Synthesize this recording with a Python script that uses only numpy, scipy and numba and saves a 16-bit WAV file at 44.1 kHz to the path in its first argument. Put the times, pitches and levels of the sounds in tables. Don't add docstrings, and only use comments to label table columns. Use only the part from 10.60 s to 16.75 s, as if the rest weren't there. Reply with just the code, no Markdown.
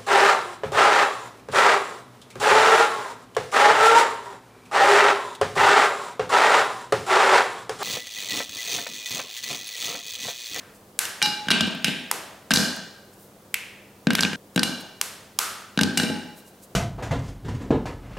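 import sys
import numpy as np
from scipy import signal
from scipy.fft import rfft, irfft
from scipy.io import wavfile
from scipy.ndimage import uniform_filter1d, minimum_filter1d
from numba import njit

SR = 44100
rng = np.random.default_rng(int(sys.argv[2]) if len(sys.argv) > 2 else 0)


def elevation(decibels):
    levels = np.asarray(decibels, float)
    return 10 ** (levels / 20)


def transcribe(signal):
    frames = np.atleast_2d(signal).T
    limited = np.clip(frames, -1, 1)
    pcm = np.round(limited * 32767).astype(np.int16)
    wavfile.write(sys.argv[1], SR, pcm)


N = 271215
CUT_S = 3.7595
GAP = 44100
LONG = N + GAP
SIDES = np.array([[1], [-1]])


def place(s):
    return int(s * SR) + GAP * (s > CUT_S)


def burst(rise_s, fall_s, body_hz, body_q, treble_db, edge_hz, low_hz):
    t = np.arange(1024) / SR
    f = np.fft.rfftfreq(1024, 1 / SR) + 1
    swell = (t / rise_s) ** 1.135 / (1 + (t / rise_s) ** 0.98)
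    grit = rng.standard_normal(len(t)) * swell * np.exp(-t / fall_s)
    click = (t == 0) * np.linalg.norm(grit)
    body = 1 / (1 + (body_q * (f / body_hz - body_hz / f)) ** 2) ** 1.75
    edge = elevation(2 * treble_db) / (1 + (edge_hz / f) ** 2)
    power = (body + edge) / (1 + (low_hz / f) ** 4)
    cepstrum = irfft(np.log(power) / 2)
    forward = np.r_[1, np.full(511, 2.), 1, np.zeros(511)]
    colour = np.exp(rfft(cepstrum * forward))
    out = irfft(rfft([grit, click]) * colour)
    return out / np.abs(out[0]).max()


def snaps():
    # (time [s], peak [dB], bar resonance [Hz], sharpness Q [-], treble [dB])
    breaks = [
        (.39, 8.5, 1610, 2.7, -2),
        (0.4528, -13.5, 2880, 8.5, -14),
        (1.513, 1, 1055, 0.51, -2),
        (2.9419, -2.5, 2420, 2.2, -13.5),
        (4.413, 3.5, 1350, 1.4, 5.5),
        (4.7885, 8.5, 1320, 3.9, -6),
    ]
    out = np.zeros((2, LONG))
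    for s, db, hz, q, treble_db in breaks:
        crack = burst(0.0017, 0.0011, hz, q, treble_db, edge_hz=1830, low_hz=0.22 * hz)
        out[:, place(s):][:, :1024] += elevation(db) * crack
    return out


def ring(modes, s, db, scatter_db, push, pitch_hz=None):
    spot = rng.standard_normal((len(s), len(modes)))
    starts = [place(t) for t in s]
    out = np.zeros(LONG)
    for k, (hz, mode_db, t60) in enumerate(modes):
        off_db = 0 if pitch_hz is None else -7 * np.abs(np.log2(hz / pitch_hz))
        blows = np.zeros(LONG)
        blows[starts] = elevation(db + mode_db + off_db + scatter_db * spot[:, k])
        pole = np.exp(2j * np.pi * hz / SR - np.log(1000) / (t60 * SR))
        out += signal.lfilter([1], [1, -pole], blows).imag
    contact = np.hanning(push)
    return np.convolve(out, contact / contact.sum())[:LONG]


def landings():
    # (time [s], peak [dB], contact pitch [Hz], counter thump [dB], sharpness [dB])
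    corners = [(.6257, -1.5, 4500, -34, .1), (0.66, -10, 3950, -43, -11), (0.9106, -10, 4070, -22.5, -5),
               (1.2445, -2.5, 2740, -25.5, -8.5), (1.9129, -10.5, 4000, -23, -5),
               (1.937, 9.5, 4700, -16.5, 4), (1.9597, -0.5, 4580, -39, -12),
               (1.9618, -23, 3030, -25.5, -41), (3.5327, -21, 3000, -32, 5), (3.5516, -4, 3100, -38, -0.5),
               (3.607, -20.5, 5000, -40, 12), (3.608, -3.5, 5570, -25.5, -10),
               (3.6257, -13, 4100, -43, -12), (3.961, -15.5, 2830, -22, 5), (4.0319, -4, 3950, -25.5, 0),
               (5.212, -9, 2970, -16, -4), (5.2331, -9.5, 4000, -30, -11), (5.3752, -3.5, 4750, -23, 3)]
    # (time [s], peak [dB], contact pitch [Hz], counter thump [dB], hollowness [dB])
    faces = [(0.6174, -15, 2500, -54, -4.5), (0.8848, -16.5, 2850, -32.5, -3),
             (0.9042, -13, 3980, -34, 1.5), (0.915, 2, 2850, -24.5, -11.5), (1.0079, -3, 3450, -22.5, -15),
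             (1.9085, -16.5, 3200, -20, 3.5), (1.9176, -10, 2960, -45, -26),
             (1.972, -6.5, 4160, -19.5, -10), (3.4698, -17, 2820, -20, -0.5), (3.505, -14, 2950, -30, -1),
             (3.5843, -20.5, 3030, -51, -3), (3.5909, -14, 2300, -33, -3),
             (3.6327, -11.5, 3100, -31.5, -3.5), (3.6494, -13.5, 2800, -26.5, -8),
             (3.9771, -14, 2950, -20, 0.5), (3.9937, -10.5, 4130, -59, -7), (5.1751, -15, 2920, -22, -9),
             (5.1903, -15.5, 3700, -33, 4), (5.3992, -15, 3900, -22.5, -0.5)]
    # (time [s], peak [dB], counter thump [dB])
    settles = [(0.6712, -34, -36), (0.8697, -38, -38), (1.0754, -29, -30.5), (1.1483, -41, -34),
               (1.2812, -22.5, -26), (3.4865, -36, -39), (3.5237, -36, -52), (3.7316, -22.5, -29),
               (5.4341, -22.5, -24.5), (5.4997, -32, -23.5), (5.5615, -35, -41.5)]
    # (treble [dB], hollow knock [dB], share of the peak dB that the knock follows [-])
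    contacts = [
        (-12, -26, 0.83),
        (-46, -15, 0.79),
        (-27, -20.5, 0.9),
    ]
    settle_hz = 2950
    kinds = (
        [(*row, 0) for row in corners],
        [(*row[:4], 0, row[4]) for row in faces],
        [(s, db, settle_hz, thump_db, 0, 0) for s, db, thump_db in settles])
    out = []
    for rows, (treble_db, knock_db, follow) in zip(kinds, contacts):
        for s, db, hz, thump_db, sharp_db, hollow_db in rows:
            knock = knock_db + follow * db + hollow_db
            out.append((s, db, hz, thump_db, treble_db + sharp_db, knock))
    return np.transpose(out)


def drops():
    # (frequency [Hz], level [dB], t60 [s])
    floor_modes = [(2370, -7, .025), (2870, -2, .025), (3350, -6, .015), (3930, -3, .025), (4500, -7, .015),
                   (5050, -8, .015), (5750, -9, .015)]
    # (frequency [Hz], level [dB], t60 [s])
    hollow_modes = [(1550, -6.5, 0.035), (1575, -2, 0.044), (1620, -2, 0.034), (1798, -10, 0.071)]
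    # (frequency [Hz], level [dB], t60 [s])
    counter_modes = [(96, -3, .35), (170, -6, .06), (197, -1, .05), (226, 0, .045), (265, -3, .04),
                     (320, -9, .04), (400, -8, .04), (485, -8, .05), (615, -6, .05), (760, -9, .03)]
    spot_db = 2.5
    s, db, pitch_hz, thump_db, treble_db, knock_db = landings()
    tick = np.zeros((2, LONG))
    for k in range(len(s)):
        hit = burst(0.00005, 0.0018, pitch_hz[k], 1.6, treble_db[k], edge_hz=1000, low_hz=1350)
        tick[:, place(s[k]):][:, :1024] += elevation(db[k] + 4.0) * hit
    clack = ring(floor_modes, s, db - 8.0, spot_db, push=5.7, pitch_hz=pitch_hz)
    knock = ring(hollow_modes, s, knock_db + 8.0, spot_db, push=10.4)
    thump = ring(counter_modes, s, thump_db + 3.5, spot_db, push=68.0)
    return tick + clack + knock, thump


def glass():
    # (time [s], ring [dB], long-wall tone [dB], thin-rim tones [dB], favoured pitch [Hz])
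    clinks = [(0.6201, -35, -42, -52, 2000), (.6265, -15, -21, -35.5, 4240), (.657, -44, -61, -46, 3950),
              (0.905, -19, -43, -41, 2940), (0.915, -25, -43, -32, 3180), (1.008, -30.5, -48, -43, 3330),
              (1.245, -29.5, -42.5, -36, 2950), (1.907, -37, -57, -36, 1600), (1.964, -36, -48, -46, 4400),
              (3.505, -33.5, -57, -52, 2900), (3.633, -31.5, -39.5, -49, 2300),
              (3.96, -46, -44, -44.5, 2000), (4.032, -33.5, -40.5, -30.5, 3600),
              (5.191, -37, -36.5, -59, 1600), (5.211, -39, -44, -36.5, 2940),
              (5.374, -39.5, -32.5, -25, 2980), (5.433, -46, -36, -46, 2870), (5.5, -65, -34.5, -70, 2810)]
    # (frequency [Hz], level [dB], t60 [s])
    body_modes = [(1525, -7, .15), (1585, -8, .2), (2366, -6, .25), (2835, -6, .15), (2865, -3, .6),
                  (3010, -13, .2), (3905, -5, .15), (3942, -7, .25), (3970, -3, .2), (4505, -9, .25),
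                  (5050, -5, .3), (5435, -7, .22), (5690, -9, .18), (6150, -13, .2)]
    # (frequency [Hz], level [dB], t60 [s])
    rim_modes = [(6621, -3, .15), (7515, -4, .15), (8285, -5, .15), (8700, 0, .14), (9800, -3, .15),
                 (10350, -3, .14), (11050, -6, .12), (11850, -3, .13)]
    # (frequency [Hz], level [dB], t60 [s])
    wall_modes = [(839.5, 0, .5)]
    spot_db = 1.5
    s, ring_db, wall_db, rim_db, pitch_hz = np.transpose(clinks)
    body = ring(body_modes, s, ring_db, spot_db, push=3.1, pitch_hz=pitch_hz)
    flash_modes = [(hz, db, 0.13 * t60) for hz, db, t60 in body_modes[2:] + rim_modes[:5]]
    flash = ring(flash_modes, s, rim_db + 13.5, 2 * spot_db, push=3)
    wall = ring(wall_modes, s, wall_db, 0, push=14.0) * elevation([[0], [-1.5]])
    rim = ring(rim_modes, s, rim_db - 5, spot_db, push=3)
    return body + flash + wall + rim


def rubs():
    # (time [s], peak [dB], length [s], centre [Hz])
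    slides = [(.0, -39.5, 0.24, 1430), (0.158, -53, 0.036, 9000), (1.02, -37, 0.003, 10500),
              (1.071, -38, 0.0018, 11000), (1.11, -44, 0.0022, 9000), (1.151, -39, 0.0018, 12000),
              (1.225, -42, 0.0022, 10000), (2.164, -34, 0.0026, 11000), (2.539, -53, 0.018, 9200),
              (2.624, -51.5, 0.088, 13000), (3.947, -46, .004, 7000), (4.211, -42.5, 0.017, 9850),
              (5.0, -55, 0.016, 5200), (5.785, -47.5, 0.038, 11100), (5.88, -49.5, .035, 9250),
              (6, -61, .012, 7860), (6.038, -45, 0.029, 8750)]
    out = np.zeros(N)
    t = np.arange(N) / SR
    for s, db, length, hz in slides:
        near = slice(max(int((s - length) * SR), 0), int((s + length) * SR))
        noise = rng.standard_normal(len(t[near]))
        swish = signal.lfilter(*signal.iirpeak(hz, 1.4, fs=SR), noise)
        out[near] += elevation(db) * swish * np.exp(-((t[near] - s) / (length / 1.65)) ** 2)
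    return out


def read_curve(rows, hz):
    f, *cols = np.transpose(rows)
    return [np.interp(np.log(hz + 1), np.log(f), c) for c in cols]


def kitchen(x):
    # (frequency [Hz], t60 [s], level [dB])
    decay = [(106, 0.8, -7), (234, 0.51, 17.5), (635, 0.9, 7.5), (1730, 0.82, 4.5), (4570, 0.77, 0),
             (13800, 0.45, -0.5)]
    wet_db, wet_side_db = -10.5, -11
    t = np.arange(GAP) / SR
    f = np.fft.rfftfreq(GAP, 1 / SR)
    noise = rfft(rng.standard_normal((2, GAP)))
    tail = 0
    for hz in 50 * 2 ** (np.arange(26) / 3):
        t60, db = read_curve(decay, hz)
        band = np.cos(np.clip(np.log2((f + 1) / hz) * 3, -1, 1) * np.pi / 2) ** 2
        tail = tail + elevation(db) * irfft(noise * band, GAP) * elevation(-60 * t / t60)
    tail = tail * np.clip((t - .004) / 0.0028, 0, 1)
    tail = tail / np.sqrt(np.sum(tail[0] ** 2))
    mid, side = signal.fftconvolve(x[None], tail, axes=1)[:, :LONG]
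    return elevation(wet_db) * (mid + SIDES * elevation(wet_side_db) * side)


def air():
    # (frequency [Hz], density [dB per Hz])
    hiss = [(25, -19.5), (150, -4.5), (210, -6.5), (496, -5.5), (927, -14), (2300, -24.5), (15200, -28),
            (16500, -27)]
    # (frequency [Hz], side minus mid [dB])
    spread = [(60, -27), (110, -48), (200, -24), (500, -20), (1290, -3.5), (4400, -6), (8120, -6),
              (15000, -11)]
    # (frequency [Hz], level [dB rms])
    hum_tones = [(99.5, -66.5), (199.2, -61)]
    f = np.fft.rfftfreq(N, 1 / SR)
    t = np.arange(N) / SR
    mid, side = irfft(rfft(rng.standard_normal((2, N))) * elevation(read_curve(hiss, f)[0]), N)
    side = irfft(rfft(side) * elevation(read_curve(spread, f)[0]), N)
    hum = sum(elevation(db) * np.sqrt(2) * np.sin(2 * np.pi * hz * t) for hz, db in hum_tones)
    return elevation(-52) / mid.std() * (mid + SIDES * side) + hum


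def scene():
    dish, thump = drops()
    thump = thump * elevation([[0], [-2]])
    near, spread = snaps() + dish + thump + glass()
    port = elevation(-17.5) * np.roll(np.diff(near, prepend=0), 5)
    sound = near + SIDES * port + kitchen(spread)
    bass = signal.lfilter(*signal.butter(1, 425, fs=SR), sound)
    sound = sound + SIDES * 0.13 * bass
    cut = int(CUT_S * SR)
    sound = np.delete(sound, np.s_[cut:cut + GAP], axis=1)
    capsule = signal.butter(4, [151.6, 13000], "band", fs=SR, output="sos")
    top = signal.ellip(8, .5, 30, 15900, fs=SR, output="sos")
    return signal.sosfilt(top, signal.sosfilt(capsule, sound) + rubs() + air())


@njit
def recover(gain, step):
    out, g = np.empty(len(gain)), 1.
    for i in range(len(gain)):
        g = min(gain[i], g + (1 - g) * step)
        out[i] = g
    return out


def band_limit(x):
    return signal.sosfilt(signal.butter(12, 17010, fs=SR, output="sos"), x)


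def record(dry):
    ceiling_db, release_s = -6, 0.012
    need = np.minimum(1, elevation(ceiling_db) / (np.abs(dry).max(axis=0) + 1e-9))
    held = minimum_filter1d(need, size=24)
    gain = uniform_filter1d(recover(held, 1 / (release_s * SR)), size=48)
    mix = 0.84 * np.tanh(dry * gain / 0.76)
    return band_limit(mix)


dry = scene()
out = record(dry)
transcribe(out)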